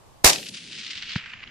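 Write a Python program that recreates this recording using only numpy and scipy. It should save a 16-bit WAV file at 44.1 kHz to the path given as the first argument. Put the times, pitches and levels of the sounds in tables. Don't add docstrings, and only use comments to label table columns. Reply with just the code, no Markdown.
import sys
import numpy as np
from scipy import signal
from scipy.fft import rfft, irfft, next_fast_len
from scipy.io import wavfile
from scipy.ndimage import uniform_filter1d, map_coordinates

SR = 44100
rng = np.random.default_rng(int(sys.argv[2]) if len(sys.argv) > 2 else 0)


def undo_db(level):
    steps = np.asarray(level, float) / 20
    return 10 ** steps


def put_to_file(sound):
    columns = np.atleast_2d(sound).T
    safe = np.clip(columns, -1, 1)
    whole_steps = np.round(safe * 32767)
    wavfile.write(sys.argv[1], SR, whole_steps.astype(np.int16))


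N = 66150

SHOT_S = 0.2447
HOLD_S = 0.036
MIDDLE_S = 0.62


def unit(x):
    return x / np.sqrt(np.mean(x ** 2) + 1e-20)


def along(points, hz):
    point_hz, value = np.transpose(points)
    return np.interp(np.log(hz + 1), np.log(point_hz + 1), value)


def since(start_s):
    return np.arange(N) / SR - start_s


def wobble(rate_hz):
    knots = rng.standard_normal(int(N * rate_hz / SR) + 4)
    return map_coordinates(knots, [np.arange(N) * rate_hz / SR])


def filtered(x, response):
    size = next_fast_len(N + SR // 2)
    spectrum = rfft(x, size) * response(np.fft.rfftfreq(size, 1 / SR))
    return irfft(spectrum, size)[..., :N]


def rush(spectrum, alike):
    def response(hz):
        turn = np.arccos(np.clip(along(alike, hz), -1, 1)) / 2
        return undo_db(along(spectrum, hz)) * [np.cos(turn), np.sin(turn)]
    mid, side = filtered(rng.standard_normal((2, N)), response)
    return unit(np.array([mid + side, mid - side]))


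def moving(x, gain_db, size=256):
    hz, t, z = signal.stft(x, SR, nperseg=size)
    z = z * undo_db(gain_db(hz[:, None], t))
    return signal.istft(z, SR, nperseg=size)[1][:, :N]


def sides(pan_db):
    return undo_db(np.array([pan_db / 2, -pan_db / 2]))


# (frequency [Hz], density [dB/Hz])
WIND_COLOUR = [(20, -8), (90, -2.5), (290, -14), (800, -12.5), (1150, -13.5), (1400, -23.5), (8500, -30.5),
               (15300, -40), (15900, -120)]
# (frequency [Hz], depth [dB])
DUCK_DEPTH = [(40, 19.5), (500, 22.5), (3000, 28), (12000, 43)]
# (frequency [Hz], time [s])
DUCK_RECOVERY = [(40, .6), (300, 1), (3000, 1.2)]
# (frequency [Hz], share [1])
GUST_SHARE = [(60, 1), (300, 0.33), (1500, 0.064)]


def wind():
    level_db, gust_depth_db = -52, 3.5
    gust_db = gust_depth_db * wobble(25)

    def level(hz, s):
        duck = (s > SHOT_S) * np.exp(-((s - SHOT_S) / along(DUCK_RECOVERY, hz)) ** 2)
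        gust = along(GUST_SHARE, hz) * np.interp(s, since(0), gust_db)
        return level_db - along(DUCK_DEPTH, hz) * duck + gust
    return moving(rush(WIND_COLOUR, [(100, 0.25), (4000, 0)]), level, size=512)


# (frequency [Hz], density [dB/Hz])
HAZE_COLOUR = [(800, -40.5), (2500, -6), (5000, -5), (8000, -6.5), (12000, -7.5), (16000, -16)]


def haze():
    early_db, early_t60_s = -36.5, 0.81
    late_db, late_t60_s = -51, 6.3
    air_db_per_khz_s = 0.6
    t = since(SHOT_S)

    def air(hz, s):
        return -air_db_per_khz_s * (hz / 1000 - 7) * (s - MIDDLE_S)
    hiss = moving(rush(HAZE_COLOUR, [(1000, 0.7), (8000, 0.25)]), air)
    early = undo_db(early_db - 60 * t / early_t60_s)
    late = undo_db(late_db - 60 * t / late_t60_s)
    return (t > 0) * hiss * (early + late)


# (frequency [Hz], density [dB/Hz])
ROLL_COLOUR = [(25, -37.5), (60, -22.5), (110, -3), (200, 2.5), (420, -9), (660, -20), (1000, -23.5),
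               (2000, -90.5)]
# (frequency [Hz], T60 [s])
ROLL_DECAY = [(60, 0.27), (250, 0.92), (550, 1), (1000, .45)]
# (frequency [Hz], left-right likeness [1])
FAR_LIKENESS = [(60, 1), (240, 0.94), (940, 0.9), (3740, 0.67), (14800, 0.21)]


def roll():
    early_db, late_db, late_t60_s = -41.5, -51.5, 8.4
    t = since(SHOT_S)

    def fade(hz, s):
        return early_db - 60 * (s - SHOT_S - HOLD_S).clip(0) / along(ROLL_DECAY, hz)
    early = moving(rush(ROLL_COLOUR, FAR_LIKENESS), fade, size=1024)
    late_gain = undo_db(late_db - 60 * t / late_t60_s + 2.23 * wobble(30))
    late = rush(ROLL_COLOUR, FAR_LIKENESS) * late_gain
    return (t > 0) * (early + late)


# (time [s], level [dB])
SCRUB_DENSITY = [(.3, -33), (.4, -42), (.49, -43), (.503, -52), (.534, -48.5), (.545, -37), (.6, -44.5),
                 (.7, -45), (.725, -39.5), (.93, -38), (.95, -39), (1.06, -39.5), (1.11, -34.5),
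                 (1.192, -38), (1.205, -41.5), (1.35, -44.5), (1.378, -47.5), (1.42, -47.5)]
# (time [s], level [dB])
ROCK_FACES = [
    (.547, -31),
    (.753, -35.5),
    (.797, -32),
    (1.0248, -30),
    (1.098, -32),
    (1.1564, -31.5),
    (1.439, -37),
    (1.4764, -39),
]
# (time [s], peak level [dB], brightness [dB/octave], depth [s])
SINGLE_BUSHES = [(0.2966, -1.5, 3, 0.0034), (0.3298, -5, 0, 0.0033), (0.3551, -15, -3, 0.0048),
                 (0.381, -19, -2, 0.0034), (0.4289, -24, -8, 0.003), (0.463, -23, -4, 0.0044),
                 (0.486, -21.5, 4.5, 0.0038), (0.5406, -25, -0.6, 0.004), (0.5694, -28.5, -1.5, 0.008),
                 (0.78, -25.5, 1.6, 0.0097), (0.8394, -29, 1.2, 0.0064), (0.864, -22, 2, 0.0037),
                 (0.9066, -17, 2.5, 0.0056), (0.9722, -21, 0, 0.0043), (1.024, -24, -1.5, 0.0072),
                 (1.0942, -29, 0.5, 0.0035), (1.1174, -23, 2, 0.0025), (1.156, -20.5, 2, 0.0063),
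                 (1.1797, -21.5, -1.5, 0.0045), (1.259, -23, -3, 0.0022), (1.295, -28.5, 1.5, 0.0057),
                 (1.3329, -23.5, -2, 0.0041), (1.3956, -31.5, -0.4, 0.0052), (1.4273, -27.5, -1.5, 0.0057)]
# (frequency [Hz], density [dB/Hz])
CRACK_COLOUR = [(200, -39), (1000, -23), (1600, -11), (2900, -1.5), (4800, -4.5), (6500, -12), (8500, -20),
                (16000, -57.5)]


def echoes():
    bush_db, grain_db, clump_db, rock_s = -13.5, 2, 0.2, 0.0011
    air_db_per_s, air_power = 1.75, 1.445
    dip_hz, dip_sink_per_s, dip_order = 1140, 0.13, 1.5
    flight_end_s, dulling_s = 1.165, 0.041
    after_hz, after_db, after_most_db = 3320, 9, 11
    pan_db, pan_db_per_s, left_lag_s = 1.4, -3, 1.5e-5
    t = since(0)

    scrub_db = np.interp(t, *np.transpose(SCRUB_DENSITY)) + clump_db * wobble(45.53)
    power = np.ones((2, 1)) * undo_db(scrub_db) ** 2 * (t > SHOT_S)
    for at_s, level_db in ROCK_FACES:
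        power = power + undo_db(level_db) ** 2 * np.exp(-((t - at_s) / rock_s) ** 2)
    tilt_db = np.zeros(N)
    for at_s, level_db, bright_db, depth_s in SINGLE_BUSHES:
        shape = np.exp(-((t - at_s - depth_s) / depth_s) ** 2)
        power = power + undo_db(level_db + bush_db) ** 2 * shape
        tilt_db = tilt_db + np.clip(bright_db, -3, 3) * np.sqrt(shape)

    def colour(hz, s):
        bush = np.interp(s, t, tilt_db) * np.log2((hz + 1) / 3300).clip(-1.5, 1.5)
        after = np.minimum(after_db * np.log2(1 + (hz / after_hz) ** 6), after_most_db)
        after = after * ((s - flight_end_s) / dulling_s).clip(0, 1)
        air = air_db_per_s * (hz / 1000) ** air_power * (s - MIDDLE_S).clip(-0.3)
        edge_hz = dip_hz * np.exp(-dip_sink_per_s * (s - MIDDLE_S))
        ground = 10 * np.log10(1 + (edge_hz / (hz + 1)) ** (2 * dip_order))
        return bush - after - air - ground
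    wash = moving(rush(CRACK_COLOUR, FAR_LIKENESS), colour)
    wash = wash / np.sqrt(np.abs(uniform_filter1d(np.mean(wash ** 2, axis=0), size=441)))
    wash = wash * np.sqrt(power) * undo_db(grain_db * wobble(300))
    wash = wash * sides(pan_db + pan_db_per_s * (t - MIDDLE_S))
    ears = np.array([[1], [-1]])
    return filtered(wash, lambda hz: np.exp(-1j * np.pi * hz * left_lag_s * ears))


# (frequency [Hz], level [dB], T60 [s])
SLAP_MODES = [
    (1710, -14.5, 0.0069),
    (1430, -19.5, .008),
    (990, -24.5, 0.0089),
    (4300, -28, 0.0037),
    (317, -30.5, .03),
]
# (frequency [Hz], density [dB/Hz])
RATTLE_COLOUR = [(40, -34), (80, 6), (200, 1.5), (400, -8), (900, -30)]


def thud():
    strike_s, slap_rise_s = 1.1597, 0.00018
    body_db, body_hz, body_peak_s, body_wide_s, body_lead_s = -16, 155.5, 0.0041, 0.0027, 0.0013
    rattle_db, rattle_t60_s = -33, 0.085
    t = since(strike_s)
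    age = t.clip(0)
    slap = 0
    for hz, level_db, t60_s in SLAP_MODES:
        slap = slap - undo_db(level_db - 60 * age / t60_s) * np.sin(2 * np.pi * hz * age)
    heave = undo_db(body_db) * np.exp(-0.5 * ((t - body_peak_s) / body_wide_s) ** 2)
    swing = -np.sin(2 * np.pi * body_hz * (age + body_lead_s)) * heave
    shake = rush(RATTLE_COLOUR, FAR_LIKENESS) * undo_db(rattle_db - 60 * age / rattle_t60_s)
    shake = shake * (1 - np.exp(-age / body_peak_s))
    onset = 1 - np.exp(-(age / slap_rise_s) ** 2)
    return (slap + swing) * onset + shake


def boom():
    start_s, level_db, heave_hz, t60_s, pan_db = 0.2535, -15.5, 62, 0.05, 11
    t = since(start_s).clip(0)
    heave = undo_db(level_db - 60 * t / t60_s) * np.sin(2 * np.pi * heave_hz * t)
    return sides(pan_db)[:, None] * heave


# (frequency [Hz], density [dB/Hz])
NEAR_COLOUR = [(59, -20.5), (100, -18.5), (573, -3), (738, -0.5), (1450, -5.5), (2300, -2.5), (3020, -7),
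               (5800, -2), (15300, -13.5)]
# (frequency [Hz], T60 [s])
NEAR_DECAY = [(300, 0.48), (1000, 0.18), (4000, 0.25), (12000, 0.16)]
# (frequency [Hz], left-right likeness [1])
NEAR_LIKENESS = [(100, .2), (600, .5), (2000, 0), (10000, -.05)]


def blast():
    push_db, push_s, suck_s = -6, 0.0003, 0.0009
    jet_db, jet_t60_s = -3, 0.012
    lead_s, lead_db = 0.0059, 31
    near_db, sag_db = -8.5, 3.5
    t = since(SHOT_S)

    def bell(at_s):
        return np.exp(-0.5 * ((t - at_s) / push_s) ** 2)
    pulse = undo_db(push_db) * (0.52 * bell(push_s) - bell(push_s + suck_s))
    lead = (t > -lead_s) * undo_db(-3 + lead_db * np.minimum(t, 0) / lead_s)
    gate = np.where(t < 0, lead, 1)
    jet_gain = undo_db(jet_db - 60 * np.abs(t - 0.002).clip(0.001) / jet_t60_s)
    jet = (t > 0) * jet_gain * rush(NEAR_COLOUR, NEAR_LIKENESS)

    def fade(hz, s):
        return -60 * (s - SHOT_S - HOLD_S).clip(0) / along(NEAR_DECAY, hz)
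    near = moving(rush(NEAR_COLOUR, NEAR_LIKENESS), fade)
    near = near * undo_db(near_db - sag_db * t.clip(0, HOLD_S) / HOLD_S + 1.4 * wobble(250))
    return pulse + gate * near + jet


def ceiling(hz, s):
    top_hz, early_hz, early_s, sink_hz_per_s, ragged_hz = 11400, 4400, 0.16, 3300, 150
    age = (s - SHOT_S).clip(0)
    edge_hz = top_hz + early_hz * np.exp(-age / early_s) - sink_hz_per_s * age
    edge_hz = edge_hz + ragged_hz * np.round(np.interp(s, since(0), wobble(20)))
    return -60 * ((hz - edge_hz) / 200).clip(0, 1)


def scene():
    report = moving(haze() + echoes() + thud() + blast(), ceiling)
    return wind() + roll() + boom() + report


def band_limit(x):
    return signal.sosfilt(signal.butter(12, 15420, fs=SR, output="sos"), x)


def record(dry):
    clip_hardness, top_hz = 12, 15400
    clipped = dry / (1 + np.abs(dry) ** clip_hardness) ** (1 / clip_hardness)
    mix = filtered(clipped, lambda hz: 1 / (1 + (hz / top_hz) ** 60))
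    return band_limit(mix)


dry = scene()
out = record(dry)
put_to_file(out)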